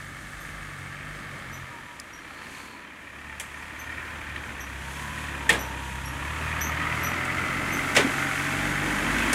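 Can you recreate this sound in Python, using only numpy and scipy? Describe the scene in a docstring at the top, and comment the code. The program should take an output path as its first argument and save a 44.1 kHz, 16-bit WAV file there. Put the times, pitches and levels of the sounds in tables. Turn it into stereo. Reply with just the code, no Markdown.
"""A clattering, humming diesel engine comes first: an off-road truck crawls closer through brush and
mud, then turns its side to us. Burning fuel knocks in the cylinders and rings the engine block,
the exhaust puffs, gears whine and the turbo hisses. Tyres rumble, leaves brush the body and the
chassis thuds, among sharp cracks, small ringing knocks and thin, high squeaks. Two close microphone
openings (ports) hear the bass in opposite phase: one wave rises as the other falls."""
import sys
import numpy as np
from scipy import signal
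from scipy.fft import rfft, irfft, next_fast_len
from scipy.io import wavfile
from scipy.ndimage import uniform_filter1d

SR = 44100
rng = np.random.default_rng(int(sys.argv[2]) if len(sys.argv) > 2 else 0)


def int16_out(signal):
    """Quantize to a 16-bit WAV file."""
    q = np.round(np.clip(np.atleast_2d(signal).T, -1, 1) * 32767)
    wavfile.write(sys.argv[1], SR, q.astype(np.int16))


N = 411894
T = np.arange(N) / SR
SIZE = next_fast_len(N)
HZ = np.maximum(np.fft.rfftfreq(SIZE, 1 / SR), 1)


def undb(db):
    return 10 ** (np.asarray(db) / 20)


def unit(x):
    return x / np.sqrt(np.mean(x ** 2))


def curves(table):
    """Join a table's points in time: one curve for each value column."""
    times, *columns = np.transpose(table)
    return [np.interp(T, times, column) for column in columns]


def over_hz(table):
    """Join a table's points from low to high frequency."""
    hz, value = np.transpose(table)
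    return np.interp(np.log(HZ), np.log(hz), value)


def shape(x, gain):
    """Filter a sound: give each frequency its own gain."""
    return irfft(rfft(x, SIZE) * gain, SIZE)[..., :N]


def hiss(gain):
    """Two unrelated noises with the same tone colour."""
    return unit(shape(rng.standard_normal((2, N)), gain))


def band(low_hz, high_hz):
    return 1 / np.sqrt((1 + (low_hz / HZ) ** 6) * (1 + (HZ / high_hz) ** 6))


def resonances(modes):
    """A filter that rings like a struck object."""
    return sum(undb(db) / (1 + 1j * (HZ - hz) / (width / 2)) for hz, width, db in modes)


def wander(rate):
    """A smooth random curve, roughly -1 to 1, with `rate` new values a second."""
    hold = int(SR / rate)
    steps = np.repeat(rng.standard_normal(N // hold + 1), hold)
    return 1.18 * uniform_filter1d(uniform_filter1d(steps, hold), hold)[:N]


def strike(start, rise, fade):
    """Loudness of a hit: a quick rise, then a fall of 60 dB every `fade` seconds."""
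    swell, i = np.zeros(N), int(start * SR)
    t = np.arange(min(int(1.5 * fade * SR), N - i)) / SR
    swell[i:i + len(t)] = (1 - np.exp(-t / rise)) * np.exp(-np.log(1000) * t / fade)
    return swell / swell.max()


def tone(start, hz, drift=np.zeros(N)):
    """Half a second of a pure tone; drift is in cycles."""
    out, on = np.zeros(N), slice(int(start * SR), int((start + .5) * SR))
    out[on] = np.sin(2 * np.pi * (hz * (T[on] - start) + drift[on]))
    return out


def glide(hz):
    return np.sqrt(2) * np.sin(2 * np.pi * np.cumsum(hz) / SR)


# Turbo hiss, one list for each spell (time [s], pitch [Hz], level [dB])
TURBO_SPELLS = [
    [(0, 8500, -61.5), (0.6, 8600, -60), (1.1, 8350, -62), (1.55, 8250, -68)],
    [(2.15, 4150, -65), (2.4, 4350, -56), (2.7, 4350, -55), (2.9, 4200, -72)],
]
def turbo():
    """Air rushes through the turbine: a narrow hiss on a gliding pitch."""
    out = 0
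    for spell in TURBO_SPELLS:
        hz, db = curves(spell)
        on = (T >= spell[0][0]) & (T < spell[-1][0])
        out = out + on * undb(db) * hiss(1 / (1 + (HZ / 240) ** 2)) * glide(hz)
    return out


# Loudness of the tyres (time [s], level [dB])
MUD_LEVEL = [(0, -50), (1.5, -44.5), (2.1, -56), (3, -57), (4.3, -46.5), (5.5, -46), (6.8, -43.5),
             (7.9, -39.5), (8.5, -44.5), (9.34, -39)]
# Their tone colour (frequency [Hz], level [dB])
MUD_COLOUR = [(15, -36), (25, -23), (43, -3), (60, -2.5), (100, -1.5), (140, -4), (200, -10.5),
              (260, -11.5), (440, -120)]
def mud():
    """Tyres roll through mud with a low, uneven rumble."""
    return undb(curves(MUD_LEVEL)[0] + 2 * wander(6)) * hiss(undb(over_hz(MUD_COLOUR)))


# Loudness as the truck works (time [s], clatter [dB], exhaust growl [dB], leaves [dB])
EFFORT = [(0, -42.5, -49.5, -51), (.5, -39.5, -47, -49), (.75, -40, -48.5, -53), (1.43, -38, -46, -51.5),
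          (2, -43, -50.5, -55.5), (2.39, -40.5, -48, -53.5), (2.57, -40, -47, -47.5),
          (2.78, -43, -47.5, -55.5), (3.07, -42.5, -51, -57.5), (3.6, -39.5, -47.5, -52.5),
          (3.98, -37, -44, -52), (4.8, -37, -43, -49), (5.04, -34.5, -44, -44.5), (5.44, -34, -41, -46.5),
          (6.01, -35.5, -43.5, -46), (6.5, -30, -39.5, -45), (6.95, -27.5, -35.5, -43.5),
          (7.6, -28.5, -32, -42), (7.9, -28, -33, -37.5), (8.4, -26.5, -35, -38.5),
          (8.9, -27, -31.5, -37.5), (9.34, -23, -30.5, -35.5)]
# Tone colour of the leaves (frequency [Hz], level [dB])
LEAF_COLOUR = [(2060, -6.5), (3500, -1), (3970, -6), (4340, -6), (5060, -8), (6490, -3), (11200, -8),
               (12400, -15), (15100, -17.5), (16000, -46)]
def brush():
    """Leaves hiss along the body; twigs tick at random, about 90 times a second."""
    ticks = (rng.random(N) < 90 / SR) * undb(np.minimum(5.4 * rng.exponential(size=N), 9))
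    ticks = signal.lfilter([1], [1, -np.exp(-1 / (.0024 * SR))], ticks)
    level = undb(curves(EFFORT)[2] + .9 * wander(12))
    return level * (1 + .12 * ticks) * hiss(undb(over_hz(LEAF_COLOUR)))


# Thin squeaks (time [s], level [dB], pitch [Hz], added octave [relative dB])
SQUEAK_EVENTS = [(0.4025, -52, 6350, 4), (1.526, -40, 5960, -5), (2.127, -41, 5722, -13),
                 (3.788, -40, 6170, -4), (4.598, -41, 6228, -9), (4.603, -39.5, 5784, -5),
                 (5.589, -31, 5880, -2), (6.053, -37.5, 5647, -0.5), (6.607, -26, 5970, -1.5),
                 (6.618, -32, 6240, -10), (6.63, -32, 6460, -10), (7.029, -38, 6300, -4),
                 (7.031, -27, 5888, -2), (7.72, -31.5, 6150, -5)]
def squeaks(fade_s=.14):
    """Slipping contact makes pitch and level tremble; the slope throws back an echo."""
    tremble = np.cumsum(50 * wander(400) + 15 * wander(30)) / SR
    low_rasp, high_rasp = (.78 + .6 * hiss(band(1, hz)) for hz in (140, 220))
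    low, high = np.zeros((2, N))
    for start, db, hz, octave_db in SQUEAK_EVENTS:
        echo = undb(-12) * strike(start, .04, 2.2 * fade_s)
        swell = undb(db - 5.5) * (strike(start, .006, fade_s) + echo)
        low += swell * tone(start, hz, tremble)
        high += undb(octave_db) * swell * tone(start, 2 * hz, 2 * tremble)
    return low_rasp * low + high_rasp * high


# Bumps on the chassis (time [s], level [dB], pitch [Hz], fade [s])
CHASSIS_THUDS = [(2.31, -42, 792, 0.049), (5.493, -26, 451, 0.2), (5.504, -25, 474, 0.21),
                 (5.5, -29, 856, 0.25), (5.5, -38, 1067, .15), (5.51, -34, 240.6, 0.1),
                 (5.512, -26, 180, .12), (7.972, -24.5, 605, 0.089), (7.97, -18, 563, 0.073),
                 (7.994, -14, 409.6, 0.046), (8.046, -15, 265, 0.13), (8.068, -18, 300, 0.041)]
def thuds():
    """A panel rings briefly at a low pitch."""
    return sum(undb(db) * strike(start, .00099, fade) * tone(start, hz)
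               for start, db, hz, fade in CHASSIS_THUDS)


# Sharp cracks and small ringing knocks (time [s], level [dB], body [relative dB],
# dull fizz [relative dB], bright fizz [relative dB], ring [relative dB], fade [s], ring pitch [Hz])
CRACK_EVENTS = [(1.999, -40.5, -10, 17.5, 18, -5, 0.018, 1819), (3.398, -20, -13, -16, 2, -6, 0.032, 2294),
                (3.404, -34.5, -10, -11, 1, -6, 0.19, 1897), (4.36, -20.5, -30, -24, -20, 4, 0.032, 1850),
                (4.384, -38, -23, -36, -32, -3, 0.053, 1820), (5.492, -3, -10, -19, -10, 5, 0.069, 1830),
                (5.524, -22.5, -1, -12, -10, 5, 0.27, 1660), (6.608, -23, -15, -9, -9, 6, 0.037, 1800),
                (7.249, -43, -9, 2, 10, -.5, 0.066, 1820), (7.949, -14, -5, -12, -10.5, -1, 0.25, 1498),
                (7.964, -2.5, -5, -8, -15, 3, 0.06, 1960), (7.996, -27, -26, -26, -14, 18, 0.13, 1506),
                (9.329, -12.5, -1.5, -5, -0.5, -15, 0.056, 1825)]
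# Tone colour of a crack (pitch [Hz], width [Hz], level [dB])
CRACK_COLOUR = [(2160, 1100, -3), (3230, 760, -10.5), (1210, 95, -8)]
# Dull, then bright fizz (lowest [Hz], highest [Hz])
FIZZ_BANDS = [(4900, 6300), (7300, 8700)]
def cracks(full_echo_s=.051):
    """Sharp cracks and small ringing knocks; the bushes scatter an echo, weaker for short ones."""
    crack_noise = hiss(resonances(CRACK_COLOUR) * band(1500, 3500))
    body = hiss(band(130, 1500))
    rasp = 1.2 + .35 * hiss(band(1, 120))
    dull, bright = (1.34 * hiss(band(*edges) ** 2) for edges in FIZZ_BANDS)
    out = 0
    for start, db, body_db, dull_db, bright_db, ring_db, fade, hz in CRACK_EVENTS:
        echo = undb(-7.5) * min(fade / full_echo_s, 1) ** 2 * strike(start, .0065, 2.4 * fade)
        crack = (strike(start, .0052, fade) + echo) * crack_noise
        ring = undb(ring_db) * strike(start, .009, .55 * fade) * tone(start, hz) * rasp
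        thump = undb(body_db) * (strike(start, .0014, 4.4 * fade) + echo) * body
        treble = undb(dull_db) * dull + undb(bright_db) * bright
        fizz = (strike(start, .0018, .5 * fade) + echo) * treble
        out = out + undb(db - 13) * (crack + ring + thump + fizz)
    return out


# An "order" is a pitch counted in cycles per turn of the engine's crankshaft.
# Gear teeth whining under load (order [per turn], start [s], end [s], level [dB])
GEAR_WHINES = [(27.2, 2.2, 2.92, -54.5), (27.26, 3.45, 4.3, -54.5), (27.23, 4.75, 5.05, -52),
               (27.23, 4.92, 5.6, -46), (27.23, 5.4, 6.4, -48), (29, 5.3, 6.2, -48.5),
               (24.15, 3.19, 4.6, -57.5), (24.1, 6.25, 7.15, -48.5), (22.6, 1.62, 1.88, -48.5),
               (25, 1.8, 2.02, -51), (27.2, 1.98, 2.2, -57), (17.2, 6.95, 7.4, -50), (24.15, 2.3, 2.8, -59),
               (30.6, 4.85, 5.4, -52), (13.7, 6.9, 8.8, -49), (17.07, 7.79, 9.6, -45.5),
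               (29.6, 7.1, 7.95, -45)]
# Tones that stand out as the truck pulls away (same columns)
PULLING_TONES = [(6.2, 7.6, 9.6, -41), (4, 8.55, 9.1, -43), (1, 8.55, 9.6, -47), (4, 4.8, 7.2, -49),
                 (5, 8.7, 9.1, -41.5), (4.5, 8.95, 11, -35.5), (5.33, 8.95, 9.6, -37.5)]
def crank_tones(table, turns, flutter_db, wobble_rad, rate):
    """Tones that follow engine speed, fading in and out and wavering a little."""
    out = np.zeros(N)
    for order, start, end, db in table:
        on = slice(int(start * SR), int(end * SR))
        fade = np.clip(np.minimum(T[on] - start, end - T[on]) / .13, 0, 1)
        level = undb(db + flutter_db * (wander(rate) + wander(8))[on])
        phase = 2 * np.pi * order * turns[on] + wobble_rad * wander(rate)[on]
        out[on] += level * fade * np.sin(phase)
    return np.sqrt(2) * out


# Engine speed and hum (time [s], speed [turns/s], hum [dB])
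ENGINE_SPEED = [(0, 47.9, -51), (.53, 50.7, -46.5), (.62, 50.5, -45.5), (.76, 45.97, -42.5),
                (.86, 46.3, -42.5), (1.13, 50.65, -46.5), (1.4, 45.77, -47.5), (1.62, 44.33, -43.5),
                (1.7, 43, -54), (1.8, 40.44, -63), (2.2, 33.34, -61), (2.42, 37.3, -61), (2.58, 38.07, -61),
                (2.95, 34.7, -66), (3.12, 35.5, -55), (3.35, 36.65, -52), (3.6, 36.6, -54),
                (3.87, 37.75, -50), (4.15, 37.68, -47), (4.6, 33.47, -45), (4.85, 33.27, -44),
                (5.05, 36.5, -42.5), (5.2, 37.3, -40), (5.36, 35.93, -39.5), (5.52, 31.58, -39),
                (5.65, 32.7, -39.5), (5.9, 33.02, -40), (6.1, 32.94, -39.5), (6.43, 39.53, -38.5),
                (6.7, 37.96, -38.5), (7.18, 43.3, -40), (7.86, 46.28, -42.5), (8.35, 46.03, -38.5),
                (8.6, 47.8, -33.5), (8.9, 47.97, -38.5), (9.34, 53.6, -41)]
# Hum from the back, front and side, a row each (order 1 [dB], ..., order 6 [dB])
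HUM_ORDERS = [(0, 4, 1.5, -3.5, -11, -18), (0, -4.5, 0.92, -10.5, -5, 1), (0, 3.5, 1.8, -2.5, -11, -12)]
# How much the hum wavers (order 1 [dB], ..., order 6 [dB])
HUM_WAVER = [1.4, 1.3, 1.3, 2, 3.5, 4]
# What the silencer lets through (frequency [Hz], gain [dB])
SILENCER_GAIN = [(33, -30), (44, -25), (51, 3), (64, 3), (80, 1), (93, -8), (106, -13), (125, -1.5),
                 (142, -2), (160, -3), (195, -11.5), (230, -8), (285, -8), (320, 3)]
def exhaust_hum(turns, facing):
    """Six low tones, locked to the crankshaft, pass through the silencer."""
    speed, hum_db = curves(ENGINE_SPEED)
    out = 0
    for order, db, waver in zip(range(1, 7), np.transpose(HUM_ORDERS) @ facing, HUM_WAVER):
        silencer_db = np.interp(order * speed, *np.transpose(SILENCER_GAIN))
        level = undb(hum_db + db + silencer_db + waver * wander(9))
        out = out + level * np.sin(2 * np.pi * order * turns + .006 * order ** 3 * wander(25))
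    return np.sqrt(2) * out


# Tone colour of the exhaust pipe (frequency [Hz], level [dB])
PIPE_COLOUR = [(88, -43), (150, -10), (173, -4), (292, 1), (458, -11), (614, -9.5), (692, -18), (900, -7),
               (1170, -32), (1980, -120)]
def exhaust_growl(progress, strength):
    """Each firing sends a sharp puff down the pipe, amid the rush of swirling gas."""
    pipe = undb(over_hz(PIPE_COLOUR))
    puffs = undb(-17.5) * unit(shape(strength * np.exp(-progress / .0071), pipe))
    gas = undb(-1.5 + 1.24 * wander(25)) * hiss(pipe)
    return undb(curves(EFFORT)[1]) * (puffs + gas)


# Tone colour of the clatter from three directions (frequency [Hz], level [dB])
BACK_COLOUR = [(290, -34), (500, -7), (714, -10), (786, -8.5), (991, -27), (1170, -1), (1330, -1.5),
               (1480, -5.5), (1620, 1), (1780, -3), (1950, -9), (2090, -0.5), (2230, -2), (2430, -18),
               (2620, -19), (2860, -15), (5000, -23), (6500, -38), (11000, -120)]
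FRONT_COLOUR = [(290, -34), (500, -5), (771, -7.5), (981, 0.5), (1220, -1.5), (1490, -17.5), (1670, 3),
                (1890, -0.5), (2120, -16), (2430, -5), (2940, -9), (3270, -8), (3530, -13), (4450, -25),
                (5000, -49), (6500, -66), (11000, -120)]
SIDE_COLOUR = [(290, -29), (500, -32), (636, -6.5), (735, -6.5), (833, -14.5), (1020, -5), (1530, 1.5),
               (1720, -3.5), (1980, 2), (3970, -23.5), (5000, -24), (6500, -45), (11000, -120)]
def rattle(blows, facing):
    """Engine noise throbs with the firings and changes colour as the truck turns."""
    views = zip(facing, (BACK_COLOUR, FRONT_COLOUR, SIDE_COLOUR))
    noise = sum(np.sqrt(share) * hiss(undb(over_hz(colour))) for share, colour in views)
    return undb(-2) * unit(2.4 + blows) * noise


# Steady rings of the engine block (pitch [Hz], width [Hz], level [dB])
BLOCK_RINGS = [(1330, 50, 2), (1500, 70, -14), (1800, 37, 8.5), (2216, 51, 5.5), (2590, 91, 2),
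               (3100, 24, 3.5)]
# Their level in the clatter (back [dB], front [dB], side [dB])
PING_LEVEL = [-13, -16, -11]
def block_ping(firing, strength, blows, facing):
    """Each burn rings the block, starting with a sharp tick that is early or late by chance."""
    block = resonances(BLOCK_RINGS) * band(1000, 3300)
    ping = unit(shape((.15 + blows ** 1.9) * rng.standard_normal((2, N)), block))
    starts = np.flatnonzero(np.diff(firing))
    jitter, push = rng.standard_normal((2, len(starts)))
    tick_at = np.clip(starts + (60 + 15 * jitter).astype(int), 0, N - 1)
    ticks = np.zeros(N)
    ticks[tick_at] = strength[starts + 1] ** 1.6 * np.sign(push)
    return undb(np.dot(PING_LEVEL, facing)) * (ping + undb(-1) * unit(shape(ticks, block)))


# Two sliding bands of clatter (time [s], low [Hz], middle [Hz], low [dB], middle [dB])
LOWER_BANDS = [(0, 1213, 1762, -9.5, -3), (1.5, 1196, 1801, -10.5, -6), (2.1, 1320, 1836, -9.5, -8.5),
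               (3.6, 1327, 1840, -20, -7), (4.1, 1509, 1837, -6.5, -5.5), (5.8, 1541, 1937, -13.5, -15.5),
               (6.3, 1203, 1797, -9, -9.5), (7, 1280, 2020, -8, -8.5), (7.8, 1360, 2064, -4.5, -5),
               (8.5, 1501, 2041, -8, -11), (9.34, 1588, 2010, -7.5, -10)]
# A third, higher one (time [s], pitch [Hz], level [dB])
UPPER_BAND = [(0.0, 2335, -17), (0.93, 2277, -11), (1.01, 2446, -7), (1.11, 2290, -15), (3.16, 2375, -6.5),
              (3.86, 2350, -9), (6.68, 2494, -13), (7.33, 2312, -16), (9.14, 2360, -15), (9.22, 2548, -7),
              (9.3, 2302, -15)]
def sliding_bands(blows, spread_hz=80):
    """Three narrow bands of engine noise throb with the firings and glide in pitch."""
    low_hz, middle_hz, low_db, middle_db = curves(LOWER_BANDS)
    out = 0
    for hz, db in ((low_hz, low_db), (middle_hz, middle_db), curves(UPPER_BAND)):
        throb = (.82 + blows ** 1.25) * rng.standard_normal((2, N))
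        narrow = unit(shape(throb, 1 / (1 + 1j * HZ / spread_hz)))
        out = out + undb(db) * narrow * glide(hz)
    return out


# The hardest burns (time [s], level [dB], low tone [relative dB], upper tone [relative dB])
HARD_KNOCKS = [(3.0709, -35, -10, 1), (3.0991, -34.5, -12, -4), (3.2121, -31, -8, -3),
               (3.2443, -33, -8, -4), (3.2951, -29.5, -8, -2), (3.3253, -28, -8, -4), (3.4394, -32, -6, -4),
               (3.5433, -30, -8, -1), (3.7617, -30, -8, -4), (3.8159, -29, -8, 0), (3.8735, -27, -8, -4),
               (3.9, -24, -10, -6), (3.925, -26, -8, -5), (3.9799, -24.5, -8, -5), (4.0299, -31, -8, -6),
               (4.3001, -25, -10, -3), (4.5026, -27, -4, -6), (4.593, -26, -11, -7), (5.1757, -22, -6, -8),
               (5.2835, -25, -5, -8), (5.3385, -25.5, -1, -4), (5.4255, -30, -8, -4), (5.9188, -26, -6, -6),
               (5.9808, -28, -6, -8), (6.4772, -23, -10, 0), (6.5276, -23.5, -8, 3), (6.8134, -20, -1, -6),
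               (6.8681, -17, -3, -9), (6.9129, -20, -8, -8), (6.9925, -20, -5, -7), (7.0632, -22, -8, -8),
               (7.1311, -18.5, -6, -6), (7.177, -20, -8, -5), (7.2913, -20, -8, -7), (7.3816, -17, -2, -6),
               (7.5607, -25, -8, -4)]
def hard_knocks(rise_s=.0021, fade_s=.042):
    """A hard knock is a short crack plus three brief tones, pitched near the sliding bands."""
    pitches = curves(LOWER_BANDS)[:2] + curves(UPPER_BAND)[:1]
    t = np.arange(int(.1 * SR)) / SR
    swell = (1 - np.exp(-t / rise_s)) * np.exp(-np.log(1000) * t / fade_s)
    tones, crack = np.zeros((2, N))
    for start, db, low_db, upper_db in HARD_KNOCKS:
        i = int(start * SR)
        for hz, tone_db in zip(pitches, (low_db, 0, upper_db)):
            pitch = hz[i] * (1 + .015 * rng.standard_normal())
            tones[i:i + len(t)] += undb(db + tone_db) * swell * np.sin(2 * np.pi * pitch * t)
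        crack[i:i + len(t)] += undb(db - 7.5) * swell ** 2
    return tones + crack * hiss(band(1200, 3200))


# Which part faces us (time [s], back [0-1], side [0-1]); the rest is the front
TRUCK_FACING = [(0, 1, 0.11), (1.5, 0.87, 0), (1.9, 0.56, 0.0), (3.7, 0, 0.58), (5.8, 0, 0.29),
                (6.6, 0.04, 0.64), (7.5, 0.12, 1), (9.34, 0.03, 0.64)]
# Knock from the back, front and side, a row each (cylinder 1 [dB], ..., cylinder 4 [dB])
CYLINDER_LEVELS = [(0, -3.5, -1.4, -6), (0, -9.5, -0.37, -10), (0, -7.5, -2, -20)]
def engine(flywheel_s=.12):
    """Four cylinders fire, two each turn. They knock unequally, so the clatter throbs."""
    speed = uniform_filter1d(curves(ENGINE_SPEED)[0], int(flywheel_s * SR), mode="nearest")
    turns = np.cumsum(speed) / SR
    back, side = np.clip(curves(TRUCK_FACING), 0, 1)
    facing = [back, np.clip(1 - back - side, 0, 1), side]
    hum = exhaust_hum(turns, facing)
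    whine = crank_tones(GEAR_WHINES, turns, flutter_db=1.6, wobble_rad=.7, rate=40)
    pull = crank_tones(PULLING_TONES, turns, flutter_db=1.2, wobble_rad=.3, rate=20)
    firing = (2 * turns).astype(int)  # counts the firings
    progress = 2 * turns % 1  # runs from 0 to 1 between firings
    cylinder_db = np.choose(firing % 4, np.transpose(CYLINDER_LEVELS) @ facing)
    strength = undb(cylinder_db + .8 * rng.standard_normal(N // 200)[firing])
    blows = strength * np.sin(np.pi * progress ** .7) ** 2
    clatter = rattle(blows, facing) + block_ping(firing, strength, blows, facing) + sliding_bands(blows)
    growl = exhaust_growl(progress, strength)
    return hum + whine + pull + growl + undb(curves(EFFORT)[0]) * clatter + hard_knocks()


# How much louder the left port is (frequency [Hz], left minus right [dB])
LEFT_LEVEL = [(60, 0), (110, -5), (200, -7), (380, -10), (700, -9.5), (1290, -10.5), (2380, -13.5),
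              (4400, -4), (8120, 4), (11000, -3.5), (15000, -14.5)]
# How alike the ports sound (frequency [Hz], likeness [0-1])
PORT_LIKENESS = [(60, 0.98), (300, 0.99), (700, 0.88), (1400, 0.68), (2300, 0.6), (3500, 0.3), (16000, 0.1)]
# How far the left wave runs ahead of the flipped right one (frequency [Hz], lead [radians])
LEFT_LEAD = [(60, 0.44), (300, 0.52), (1100, 0.16), (1900, 1.27), (2600, 1.75), (16000, -0.47)]
def ports(first, second):
    """The right port faces the truck; the left gets its bass upside down and mostly its own treble."""
    left_gain, lead = undb(over_hz(LEFT_LEVEL)), over_hz(LEFT_LEAD)
    alike = np.clip(over_hz(PORT_LIKENESS), 0, 1)
    # keeps the average of the two ports at the level that came in
    gain = 2 / np.sqrt(1 + left_gain ** 2 - 2 * alike * left_gain * np.cos(lead))
    flipped = shape(first, -alike * left_gain * gain * np.exp(1j * lead))
    own = shape(second, np.sqrt(1 - alike ** 2) * left_gain * gain)
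    return np.array([flipped + own, shape(first, gain)])


def scene():
    """All the sources together, heard at the two ports."""
    return ports(*(engine() + mud() + turbo() + brush() + squeaks() + thuds() + cracks()))


def record(dry, top_hz=15800):
    """Round off the loudest peaks and cut the highest treble."""
    treble_cut = signal.ellip(10, .2, 70, top_hz, fs=SR, output="sos")
    return signal.sosfilt(treble_cut, np.tanh(.94 * dry) / 1.215)


dry = scene()
out = record(dry)
int16_out(out)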